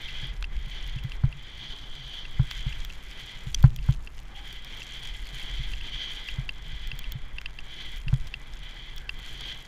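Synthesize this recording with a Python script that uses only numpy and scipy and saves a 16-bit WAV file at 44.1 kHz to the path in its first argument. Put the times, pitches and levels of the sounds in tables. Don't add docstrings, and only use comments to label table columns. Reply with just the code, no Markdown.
import sys
import numpy as np
from scipy import signal
from scipy.fft import rfft, irfft
from scipy.io import wavfile
from scipy.ndimage import uniform_filter1d

SR = 44100
rng = np.random.default_rng(int(sys.argv[2]) if len(sys.argv) > 2 else 0)


def attenuation_scalar(level_db):
    decades = np.asarray(level_db, float) / 20
    return 10 ** decades


def generate_wav(signal):
    frames = np.transpose(np.atleast_2d(signal))
    scaled = np.clip(frames, -1, 1) * 32767
    pcm = np.round(scaled).astype(np.int16)
    wavfile.write(sys.argv[1], SR, pcm)


N = 426447

# start_s, buffeting level_db
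GUST_CURVE = [(0.0, -38.5), (0.46, -33), (0.89, -35.5), (1.5, -41), (2.2, -40.5), (2.7, -30), (3.1, -42.5),
              (4.3, -40.5), (4.85, -40.5), (5.2, -34.5), (5.49, -38), (5.68, -28), (6.0, -38), (7.3, -34.5),
              (7.81, -38), (8.1, -34), (8.4, -38), (8.67, -40), (9.02, -38), (9.67, -42.5)]
# pitch_hz, level_db (per Hz)
AIR_SPECTRUM = [(100, -1.5), (200, -4), (330, -6.5), (600, -11.5), (820, -8.5), (1250, -10.5),
                (1700, -10.5), (3000, -24.5), (6000, -52)]
# start_s, level_db
LOAD_CURVE = [(0.0, -42), (0.26, -37.5), (0.41, -62), (0.78, -38), (0.98, -49), (1.3, -57.5), (1.43, -46.5),
              (1.66, -40.5), (1.9, -45.5), (2.15, -38.5), (2.38, -48), (2.65, -40.5), (2.89, -52.5),
              (3.06, -49.5), (3.2, -43), (3.34, -42.5), (3.5, -55), (3.75, -69), (3.91, -47.5), (3.97, -73),
              (4.29, -60.5), (4.35, -52), (4.47, -45.5), (4.7, -44.5), (5.05, -39.5), (5.15, -44.5),
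              (5.18, -50), (5.24, -47), (5.27, -46.5), (5.5, -39), (5.76, -44), (6.03, -34), (6.3, -42.5),
              (6.45, -53.5), (6.62, -51.5), (6.75, -43.5), (7.05, -48.5), (7.5, -60.5), (7.65, -49.5),
              (7.81, -39.5), (7.97, -46), (8.03, -56.5), (8.59, -52.5), (8.66, -47), (8.88, -45),
              (9.05, -58), (9.2, -47.5), (9.49, -36.5), (9.67, -53)]
# start_s, lift_db (hiss below 2.6 kHz at the reference load)
GRAIN_CURVE = [(0.0, -0.5), (1.5, -3.5), (1.7, -7.5), (2.2, -7.5), (2.5, -0.5), (4.0, -3.5), (5.3, -1.5),
               (6.0, -2.5), (7.0, -2), (9.67, -3)]
# start_s, level_db (spray at the reference load)
THROWN_CURVE = [(0.0, -58), (2.2, -58), (2.65, -51), (2.95, -53.5), (3.6, -53), (4.3, -55.5), (5.0, -52.5),
                (6.2, -54.5), (6.7, -59), (8.2, -56.5), (8.7, -59), (9.67, -54.5)]
# pitch_hz, level_db (per Hz)
SPRAY_SPECTRUM = [(1200, -9), (3000, 5.5), (5000, -2.5), (7000, -3.5), (8300, -11.5), (11000, -13.5),
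                  (14800, -17), (15600, -40)]
# pitch_hz, width_hz, level_db
HOUSING_MODES = [(1610, 186, -7), (2023, 96, 1), (2355, 218, -4), (3084, 152, 3), (3338, 205, 3),
                 (4340, 1110, -13.5), (4800, 267, -11.5), (5780, 170, -22.5), (6620, 210, -22.5)]
# middle_s, length_s, pitch_hz, level_db (rms at the middle)
SQUEAK_EVENTS = [(4.382, 0.16, 810, -57.5), (4.367, 0.036, 3130, -45.5), (5.263, 0.037, 4460, -53),
                 (8.633, 0.019, 3220, -48.5), (8.975, 0.027, 3300, -45), (9.037, 0.16, 1620, -56.5)]
# start_s, level_db (before the band filter)
DULL_TICK_PARTS = [(0.425, -21.5), (2.512, -19), (2.8478, -31), (7.4146, -26.5), (8.14, -30)]
# start_s, top_db (relative level of the top end), body_db (above the top end)
TICK_EVENTS = [(0.4253, -41, 11), (0.8767, -37, 0.5), (1.037, -36, 2), (2.5101, -28, 3.5),
               (2.8478, -30.5, 4), (3.6264, -24.5, -2), (3.7614, -27, 1.5), (3.909, -40, 3),
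               (4.5263, -34, 4.5), (4.6463, -35, 7), (4.7712, -38, 2), (5.0725, -41, 12), (5.7166, -43, -7),
               (6.8728, -31, 2), (6.9903, -21, -1), (7.1202, -21, -1), (7.4135, -43.5, 8),
               (7.9718, -35.5, -4), (8.1394, -40, 10.5), (8.2706, -39.5, 10.5), (8.962, -32, 0),
               (8.98, -36.5, 7.5), (9.1899, -38, 0), (9.409, -42, 17)]
# pitch_hz, level_db, t60_s
CLACK_MODES = [(3330, -1.5, 0.008), (4720, -1, 0.0071), (5800, -6, 0.0095), (8900, -24, 0.0046)]
# start_s, level_db (relative)
CLICK_EVENTS = [(0.0854, -28.5), (0.4423, -24), (0.9867, -32), (1.1187, -27.5), (1.3262, -32.5),
                (2.2528, -29), (2.7252, -29.5), (2.901, -31.5), (3.7877, -34.5), (4.0734, -29.5),
                (4.819, -28), (5.4145, -32), (5.7355, -26), (5.8102, -27), (6.2868, -22.5), (6.4916, -20),
                (6.9159, -22.5), (7.0414, -30), (7.384, -23), (7.459, -20), (7.588, -26.5), (8.0818, -24),
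                (8.34, -20.5), (9.093, -18)]
# pitch_hz, level_db, t60_s
PART_MODES = [(1670, -17, 0.018), (2040, -39, 0.0066), (2650, -9, 0.01), (2740, 7, 0.013),
              (3106, 2.5, 0.024), (4100, -5, 0.015), (4780, -3, 0.014), (5640, -38, 0.0074),
              (6430, -26, .008), (9550, 2.5, .004)]
# start_s, level_db (relative)
JOLTS = [(0.227, -28.5), (0.331, -38), (0.665, -33.5), (0.858, -39.5), (0.958, -25), (1.044, -22),
         (1.236, -10.5), (2.394, -10.5), (2.661, -21), (3.225, -40), (3.465, -26), (3.639, -1.5),
         (3.887, -9.5), (5.327, -37), (5.593, -28.5), (6.382, -21.5), (6.725, -37), (6.926, -33.5),
         (7.15, -25.5), (8.065, -24), (8.127, -11.5)]
# pitch_hz, level_db, t60_s
MOUNT_MODES = [(42.2, -4.5, 0.12), (130.7, 2, 0.082)]
# pitch_hz, level_db, t60_s
KNOCK_MODES = [(880, -3, 0.033), (1054, -0.5, 0.031), (1428, 4.5, 0.011), (2070, -41, 0.004),
               (4300, -7, 0.015)]

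REFERENCE_LOAD_DB = -40


def rms_one(x):
    return x / np.sqrt(np.mean(x ** 2) + 1e-20)


def in_time(rows):
    s, *columns = np.transpose(rows)
    return [np.interp(np.arange(N) / SR, s, c) for c in columns]


def drift(rate_hz):
    r = np.exp(-80 * np.pi * rate_hz / SR)
    noise = rng.standard_normal(N // 40 + 2002)
    slow = signal.lfilter([1], [1, -2 * r, r * r], noise)[2000:]
    return np.interp(np.arange(N) / 40, np.arange(len(slow)), rms_one(slow))


def coloured(x, spectrum):
    hz, db = np.transpose(spectrum)
    log_hz = np.log(np.arange(N // 2 + 1) * SR / N + 1)
    gain = attenuation_scalar(np.interp(log_hz, np.log(hz), db))
    return rms_one(irfft(rfft(x) * gain, N))


def band(x, low_hz, high_hz):
    edges = [low_hz, min(high_hz, 0.45 * SR)]
    return signal.sosfilt(signal.butter(2, edges, "band", fs=SR, output="sos"), x)


def low_pass(x, hz):
    return signal.sosfilt(signal.butter(2, min(hz, 0.45 * SR), fs=SR, output="sos"), x)


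def ring(force, modes):
    out = 0
    for hz, level_db, t60_s in modes:
        r = attenuation_scalar(-60 / (t60_s * SR))
        w = 2 * np.pi * hz / SR
        mode = signal.lfilter([0, np.sin(w)], [1, -2 * r * np.cos(w), r * r], force + 1e-18)
        out = out + attenuation_scalar(level_db) * mode
    return out


def strikes(seconds, sizes):
    out = np.zeros(N)
    out[np.round(np.asarray(seconds) * SR).astype(int)] = sizes
    return out


def grains(per_s, spread_db):
    sizes = attenuation_scalar(spread_db * np.minimum(rng.exponential(1, N), 4.0)) * rng.choice([-1, 1], N)
    return sizes * (rng.random(N) < per_s / SR)


def puff(impulses, rise_s):
    r = np.exp(-1 / (rise_s * SR))
    shape = signal.lfilter([np.e * (1 - r)], [1, -2 * r, r * r], np.abs(impulses) + 1e-18)
    return shape * rng.standard_normal(N)


def housing(x, coarse_db, patchy_db):
    out = 0
    for k, (hz, width_hz, level_db) in enumerate(HOUSING_MODES):
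        r = np.exp(-np.pi * width_hz / SR)
        b = (1 - r * r) / 2 * np.array([1, 0, -1])
        a = [1, -2 * r * np.cos(2 * np.pi * hz / SR), r * r]
        gain = attenuation_scalar(level_db + coarse_db * (hz < 2600) + patchy_db * drift(11.0))
        out = out + (-1) ** k * gain * signal.lfilter(b, a, x)
    return out


def wind(buffet_db, load_db):
    shake_s, shake_db, shake_follows = 0.091, -23.5, 0.78
    rest_db, after_db, after_t60_s = -55.5, -35.5, 1
    rush_db, load_follows = -53.5, 0.11
    swing_db = load_db - REFERENCE_LOAD_DB

    s, jolt_db = np.transpose(JOLTS)
    jolt_db = jolt_db[:, None]
    t = np.arange(0, N, 100) / SR - s[:, None]
    shake = np.sum(attenuation_scalar(2 * (shake_db + shake_follows * jolt_db)) * np.exp(-(t / shake_s) ** 2), axis=0)
    decay_db = after_db + jolt_db - 60 * np.abs(t) / after_t60_s
    after = np.sum(attenuation_scalar(2 * decay_db) * (t > 0), axis=0)
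    shake, after = (np.repeat(power, 100)[:N] for power in (shake, after))

    sway = rms_one(band(rng.standard_normal(N), 5.0, 23.0))
    nod = rms_one(band(band(rng.standard_normal(N), 32.0, 52.0), 28.0, 55.0))
    pressure = sway + 0.55 * nod
    even = pressure / np.sqrt(uniform_filter1d(pressure ** 2, size=7000) + 1e-12)
    rumble = even * attenuation_scalar(2.0 * drift(8.2))
    tremble = rms_one(ring(band(rng.standard_normal(N), 73.0, 216.0), MOUNT_MODES[1:]))
    tremble = tremble * attenuation_scalar(2.3 * drift(9.4))
    rush = coloured(rng.standard_normal(N), AIR_SPECTRUM) * attenuation_scalar(1.46 * drift(14.5))

    rumble_gain = np.sqrt(attenuation_scalar(2 * buffet_db) + shake)
    tremble_gain = np.sqrt(attenuation_scalar(2 * (rest_db + load_follows * swing_db)) + after)
    rush_gain = attenuation_scalar(rush_db + load_follows * swing_db)
    return rumble_gain * rumble + tremble_gain * tremble + rush_gain * rush


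def squeaks():
    t, out = np.arange(N) / SR, 0
    for middle_s, length_s, hz, level_db in SQUEAK_EVENTS:
        tone = rms_one(band(rng.standard_normal(N), hz * 0.93, hz * 1.07))
        out = out + attenuation_scalar(level_db) * tone * np.exp(-(2 * (t - middle_s) / length_s) ** 2)
    return out


def dull_tick_parts():
    s, level_db = np.transpose(DULL_TICK_PARTS)
    return band(puff(strikes(s, attenuation_scalar(level_db)), 0.00074), 1300.0, 3560.0)


def ticks():
    s, top_db, body_db = np.transpose(TICK_EVENTS)
    top = puff(strikes(s, attenuation_scalar(top_db)), 0.0007)
    top = band(band(top, 12600.0, 15000.0), 9000.0, 16000.0)
    sharp = puff(strikes(s, attenuation_scalar(top_db + body_db)), 0.00052)
    for _ in range(3):
        sharp = np.gradient(sharp)
    body = low_pass(housing(sharp, coarse_db=6.0, patchy_db=0.5), 9700.0)
    return attenuation_scalar(-6.0) * top + attenuation_scalar(26.0) * body


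def clack():
    start_s, level_db = 3.5452, -20.5
    second_s, second_db = 0.00152, 1.5
    hit = strikes([start_s, start_s + second_s], attenuation_scalar([level_db, level_db + second_db]))
    grit = np.gradient(puff(hit, 0.00071))
    return ring(band(hit, 2200.0, 11000.0) + 0.14 * grit, CLACK_MODES)


def clicks():
    s, level_db = np.transpose(CLICK_EVENTS)
    chance_db = rng.normal(0, 1.2, (len(s), len(PART_MODES)))
    out = 0
    for k, mode in enumerate(PART_MODES):
        size = attenuation_scalar(level_db + chance_db[:, k])
        force = -0.6 * strikes(s, size) - 0.8 * strikes(s + 0.00108, size)
        out = out + ring(force, [mode])
    return attenuation_scalar(-9.0) * band(out, 1310.0, 4960.0)


def thumps():
    s, level_db = np.transpose(JOLTS)
    turn = np.arange(round(0.01057 * SR)) / (0.0091 * SR)
    push = -np.sin(2 * np.pi * turn) * np.sin(np.pi * turn) / len(turn)
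    late_push = np.convolve(strikes(s + 0.0048, attenuation_scalar(level_db)), push)[:N]
    nod = -ring(late_push, MOUNT_MODES[:1])
    thud = ring(np.convolve(strikes(s, attenuation_scalar(level_db)), push)[:N], MOUNT_MODES[1:])
    hard = attenuation_scalar(1.28 * level_db - 24.5)
    second = low_pass(0.73 * strikes(s + 0.00634, hard), 2700.0)
    knocks = strikes(s + 0.00129, hard) + second
    crunch = band(puff(strikes(s + 0.0029, hard), 0.0083), 700.0, 2200.0)
    return attenuation_scalar(12.5) * (nod + thud) + ring(low_pass(knocks, 4300.0), KNOCK_MODES) + 0.41 * crunch


def snow(load_db, grain_db, thrown_db):
    coarse_per_db = -0.45
    spray_follows = 0.16
    swing_db = load_db - REFERENCE_LOAD_DB
    gusts = attenuation_scalar(1.6 * drift(16.8) + 0.46 * drift(65.0))
    crush = rng.standard_normal(N) + 0.3 * rms_one(grains(1500.0, spread_db=5.5))
    hiss = rms_one(housing(crush * gusts, grain_db + coarse_per_db * swing_db, patchy_db=0.5))
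    per_s = 70.0 * attenuation_scalar(4.5 * drift(5.0))
    large, small = (rms_one(puff(grains(per_s, spread_db=2.5), 0.00034)) for _ in range(2))
    patter = rng.standard_normal(N) * gusts
    patter = patter + 1.33 * low_pass(large, 11800.0) + 1.48 * band(small, 7900.0, 16600.0)
    spray = coloured(patter, SPRAY_SPECTRUM)
    return attenuation_scalar(load_db) * hiss + attenuation_scalar(thrown_db + spray_follows * swing_db) * spray


def through_shell(outside):
    return signal.sosfilt(signal.cheby2(10, 30, 15600, fs=SR, output="sos"), outside)


def scene():
    curves = (LOAD_CURVE, GRAIN_CURVE, THROWN_CURVE, GUST_CURVE)
    load_db, grain_db, thrown_db, buffet_db = (in_time(rows)[0] for rows in curves)
    outside = through_shell(snow(load_db, grain_db, thrown_db) + squeaks())
    on_shell = ticks() + dull_tick_parts() + clack()
    mix = wind(buffet_db, load_db) + thumps() + clicks() + on_shell + outside
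    return mix[None]


def top_cut(x):
    return signal.sosfilt(signal.butter(12, 16510, fs=SR, output="sos"), x)


def record(dry):
    mix = np.clip(dry, -1, 1)
    return top_cut(mix)


dry = scene()
out = record(dry)
generate_wav(out)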